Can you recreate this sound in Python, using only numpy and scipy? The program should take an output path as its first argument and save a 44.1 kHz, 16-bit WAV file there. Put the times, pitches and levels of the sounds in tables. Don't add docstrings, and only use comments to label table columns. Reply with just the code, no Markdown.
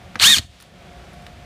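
import sys
import numpy as np
from scipy import signal
from scipy.fft import rfft, irfft, next_fast_len
from scipy.io import wavfile
from scipy.ndimage import uniform_filter1d, minimum_filter1d, map_coordinates

SR = 44100
rng = np.random.default_rng(int(sys.argv[2]) if len(sys.argv) > 2 else 0)


def unload_audio(sound):
    columns = np.transpose(np.atleast_2d(sound))
    steps = np.round(np.clip(columns, -1, 1) * 32767)
    wavfile.write(sys.argv[1], SR, steps.astype(np.int16))


N = 63945

# (frequency [Hz], relative level [dB])
RUMBLE_COLOUR = [(20, -32), (40, -3.5), (62, 6), (125, -3), (160, -15), (300, -48)]
DRONE_COLOUR = [(80, -35), (150, 3), (200, -3), (300, -10), (430, -12), (560, -7.5), (720, -6), (900, -16),
                (1500, -15.5), (2500, -17), (5000, -52.5)]
HISS_COLOUR = [(600, -16), (1100, -4), (2000, -3.5), (3300, 1), (5300, -7), (8000, -12), (13800, -24.5),
               (15500, -30)]
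HUM_LINES = [(183, -54.5), (366, -59.5), (555, -59), (710.6, -52.5), (1130, -64), (1421, -65.5)]
# (time [s], rumble [dB], drone and hum [dB], hiss [dB])
BED_FADERS = [(0, -43, -45.5, -55), (.15, -46.5, -47.5, -53), (.43, -42.5, -54.5, -47),
              (.47, -45.5, -61, -68), (.505, -50, -58, -56.5), (.54, -53, -55, -54.5),
              (.62, -58, -55, -52.5), (.71, -54, -51, -57.5), (.82, -46, -46, -54.5),
              (1, -46.5, -45.5, -53), (1.45, -45, -46.5, -54)]
# (time [s], level [dB])
TICK_CUES = [(.146, -40), (.585, -51), (.602, -38), (.624, -39.5), (.639, -47), (1.198, -48),
             (1.2665, -31.5)]
CATCH_CUES = [(.1565, -17), (1.127, -42.5)]
SNAP_CUES = [(.192, -31), (.1962, -21.5), (.1986, -9), (.3705, -15), (.384, -12.5), (.388, -17)]
TINKLE_CUES = [(0.601, -46), (.6095, -42), (.624, -41), (1.133, -49), (1.142, -52), (1.222, -52),
               (1.332, -57)]
# (frequency [Hz], relative level [dB])
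TICK_EQ = [(300, -14), (1500, 6.5), (3000, 0.5), (4400, 4.5), (6500, -11), (9500, -11), (15000, -16)]
CATCH_EQ = [(60, -15), (200, -4), (450, -15), (1000, 2.5), (1900, 5.5), (2800, -6.5), (4500, -9),
            (6500, -13), (8000, -34), (9400, -16), (10500, -34), (15000, -40)]
SNAP_EQ = [(300, -16.5), (1500, -5.5), (3000, 7), (4600, 11), (5600, -6.5), (9300, -11), (11000, -29.5),
           (15000, -22)]
TINKLE_EQ = [(1000, -35), (4500, -22), (5600, -2), (7000, -10), (8500, -9), (9400, 0), (10150, -2),
             (11000, -12), (12200, -12), (15000, -11)]
# (time [s], level [dB], treble corner [Hz])
THUMP_CUES = [(0.159, -31, 840), (.371, -25, 266), (0.3916, -11.5, 112.5), (.446, -43.5, 220)]
# (frequency [Hz], relative level [dB], t60 [s])
BENCH_MODES = [(110, 0.5, 0.046), (64, -34, 0.39), (223.3, 4.5, 0.057), (290, -2.5, .05), (492, 3, 0.044)]
# (time [s], tooth rate [Hz])
WHEEL_SPEED = [(.198, 500.1), (.215, 1329), (.23, 2042), (.25, 3020), (.28, 3617), (.305, 3779),
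               (.328, 3674), (.342, 3380), (.365, 2511), (.392, 1212)]
# (time [s], tooth tone [dB], partials below it [dB], partials above it [dB])
WHINE_FADERS = [(.2, -49, -40.5, -28.5), (.228, -15, -26.5, -12.5), (.24, -2, -44, -9.5),
                (.258, -1.5, -14, -18.5), (.275, -1, -19, -20), (.295, -4.5, -19, -24.5),
                (.315, -5.5, -15, -24), (.344, -8, -22.5, -20.5), (.355, -20, -35, -29.5),
                (.372, -21, -41, -19), (.387, -32, -36.5, -37.5)]
# (multiple of the turning rate, relative level [dB])
WHINE_PARTIALS = [(1, -14.5), (6, -22), (9, -1), (12, -7.5), (27, -6), (34, -5.5), (36, -4.5), (45, -8)]
# (time [s], body [dB], treble [dB])
RASP_FADERS = [(.198, -30.5, -44.5), (.21, -20.5, -28.5), (.22, -21, -21), (.236, -4.5, -12.5),
               (.255, -14.5, -12), (.29, -18, -17), (.33, -27.5, -19), (.36, -27, -25), (.388, -24, -27)]
# (frequency [Hz], relative level [dB])
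RASP_BODY_COLOUR = [(100, -10.5), (500, -30.5), (800, -18.5), (1100, -7), (1800, -8), (2800, -9),
                    (4400, 4.5), (5000, -17.5), (6500, -28)]
RASP_TREBLE_COLOUR = [(3500, -32), (5100, 0.5), (6500, 1), (9400, -1.5), (10400, -10), (13000, -8.5),
                      (15500, -15.5)]
# (frequency [Hz], bandwidth [Hz], relative level [dB])
TUBE_MODES = [(1876, 39, -4), (2176, 80, -3.5), (3254, 91, 0), (3770, 6, -14), (4350, 165, 1.5),
              (4523, 30, 0.5), (6760, 140, -3), (8320, 56, -11), (9230, 50, -18)]
# (frequency [Hz], t60 [s])
ROOM_DECAY = [(200, 0.9), (1200, 0.36), (4000, 0.32), (9000, 0.35), (15000, 0.208)]

TEETH = 18
START_S, STOP_S, ATTACK_S, RELEASE_S = .197, .3876, .004, .012
BEATS_PER_TURN, BEAT_SHARPNESS, BEAT_SCATTER = .66, 1.3, .19
HUM_REF_DB, TUBE_DB = -43.5, -28
WHIR_SEND_DB, CONTACT_SEND_DB = -24.5, -11.5
LIMIT_PEAK, LIMIT_S = .83, .0007
TOP_HZ, EDGE_HZ = 15700, 450
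TIME = np.arange(N) / SR


def amp(db):
    return 10 ** (np.asarray(db) / 20)


def unit(x):
    return x / np.sqrt(np.mean(x ** 2) + 1e-20)


def along(points, hz):
    freqs, values = np.transpose(points)
    return np.interp(np.log(hz + 1), np.log(freqs + 1), values)


def curves(rows):
    times, *columns = np.transpose(rows)
    return [np.interp(TIME, times, column) for column in columns]


def wobble(rate):
    return map_coordinates(rng.standard_normal(4096), [TIME * rate], mode='mirror')


def filtered(x, response):
    size = next_fast_len(N + SR // 2)
    return irfft(rfft(x, size) * response(np.fft.rfftfreq(size, 1 / SR)), size)[:N]


def noise(colour):
    return unit(filtered(rng.standard_normal(N), lambda hz: amp(along(colour, hz))))


def workshop():
    rumble_db, drone_db, hiss_db = curves(BED_FADERS)
    hum = np.zeros(N)
    for hz, db in HUM_LINES:
        level = np.sqrt(2) * amp(db - HUM_REF_DB + 2.7 * wobble(13.08))
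        hum += level * np.sin(2 * np.pi * hz * TIME + .5 * wobble(9.88))
    return (amp(rumble_db) * noise(RUMBLE_COLOUR)
            + amp(drone_db) * (noise(DRONE_COLOUR) + hum)
            + amp(hiss_db) * noise(HISS_COLOUR))


def clicks(cues, eq, t60, ring_db):
    size = 4096
    t = np.arange(size // 2) / SR
    cepstrum = irfft(np.log(amp(along(eq, np.fft.rfftfreq(size, 1 / SR)))))
    cepstrum[1:size // 2] *= 2
    cepstrum[size // 2 + 1:] = 0
    body = irfft(np.exp(rfft(cepstrum)))
    out = np.zeros(N + SR)
    for start, db in cues:
        force = amp(ring_db - 60 * t / t60) * rng.standard_normal(len(t))
        force[0] = 1
        hit = signal.fftconvolve(force, body)
        hit *= np.sqrt(SR / 1000) / np.linalg.norm(hit)
        out[round(start * SR):][:len(hit)] += amp(db) * hit
    return out[:N]


def handling_ticks():
    return clicks(TICK_CUES, TICK_EQ, t60=.025, ring_db=-14)


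def catch_knocks():
    return clicks(CATCH_CUES, CATCH_EQ, t60=.028, ring_db=-17.5)


def bench_thumps():
    out = np.zeros(N + SR)
    t = np.arange(SR // 2) / SR
    attack = 1 - np.exp(-t / .0011)
    for start, level_db, corner_hz in THUMP_CUES:
        ring = sum(amp(db - 60 * t / t60) / (1 + (hz / corner_hz) ** 3) * np.sin(2 * np.pi * hz * t)
                   for hz, db, t60 in BENCH_MODES)
        out[round(start * SR):][:len(t)] += amp(level_db) * attack * ring
    return out[:N]


def pawl_snaps():
    return clicks(SNAP_CUES, SNAP_EQ, t60=.0077, ring_db=-9)


def wheel_spin():
    tooth_hz, = curves(WHEEL_SPEED)
    turns = np.cumsum(tooth_hz) / SR / TEETH
    attack = np.clip((TIME - START_S) / ATTACK_S, 0, 1)
    release = amp(-20 * np.maximum(TIME - STOP_S, 0) / RELEASE_S)
    return turns, attack * release


def wheel_whine(turns, gate):
    tooth_db, lower_db, upper_db = curves(WHINE_FADERS)
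    beat_cycles = BEATS_PER_TURN * turns + BEAT_SCATTER * wobble(70)
    beat = np.abs(np.sin(np.pi * beat_cycles)) ** BEAT_SHARPNESS
    tooth_level = amp(tooth_db + 2.65 * wobble(128)) * beat
    out = tooth_level * np.sin(2 * np.pi * TEETH * turns + 1.05 * wobble(138.96))
    for order, db in WHINE_PARTIALS:
        fader_db, jitter_rad = (lower_db, .8) if order < TEETH else (upper_db, 1.5)
        level = amp(fader_db + db + 2.37 * wobble(200.2))
        out += level * np.sin(2 * np.pi * order * turns + jitter_rad * wobble(180.04))
    return gate * out


def tube_response(hz):
    return sum((-1) ** k * amp(db) * 1j * hz * width / (centre ** 2 - hz ** 2 + 1j * hz * width)
               for k, (centre, width, db) in enumerate(TUBE_MODES))


def tooth_rasp(turns, gate):
    body_db, treble_db = curves(RASP_FADERS)
    tooth_pulse = 1 + .28 * np.cos(2 * np.pi * TEETH * turns)
    grit = unit(tooth_pulse * amp(.85 * wobble(600)))
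    strikes = np.diff(np.floor(TEETH * turns), prepend=0) * rng.standard_normal(N)
    ring = filtered(strikes * gate, tube_response) / np.std(filtered(strikes, tube_response))
    scrape = amp(body_db) * noise(RASP_BODY_COLOUR) + amp(treble_db) * noise(RASP_TREBLE_COLOUR)
    return gate * grit * scrape + amp(TUBE_DB) * ring


def loose_tinkles():
    return clicks(TINKLE_CUES, TINKLE_EQ, t60=.019, ring_db=-12)


def room(send):
    hz, t, spectrum = signal.stft(rng.standard_normal(SR // 2), SR, nperseg=256)
    decay = amp(-60 * t / along(ROOM_DECAY, hz)[:, None])
    _, tail = signal.istft(spectrum * decay, SR, nperseg=256)
    return signal.fftconvolve(send, tail / np.linalg.norm(tail))[:N]


def scene():
    turns, gate = wheel_spin()
    whir = wheel_whine(turns, gate) + tooth_rasp(turns, gate) + pawl_snaps() + bench_thumps()
    contacts = catch_knocks() + handling_ticks() + loose_tinkles()
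    reverb = room(amp(WHIR_SEND_DB) * whir + amp(CONTACT_SEND_DB) * contacts)
    return (whir + contacts + reverb + workshop())[None]


def record(dry):
    mix = signal.sosfilt(signal.butter(2, 40, 'highpass', fs=SR, output='sos'), dry[0])
    window = int(LIMIT_S * SR)
    needed_gain = LIMIT_PEAK / np.maximum(np.abs(mix), LIMIT_PEAK)
    gain = uniform_filter1d(minimum_filter1d(needed_gain, 2 * window), window)
    return filtered(mix * gain, lambda hz: np.clip((TOP_HZ - hz) / EDGE_HZ, 0, 1) ** 2)[None]


dry = scene()
out = record(dry)
unload_audio(out)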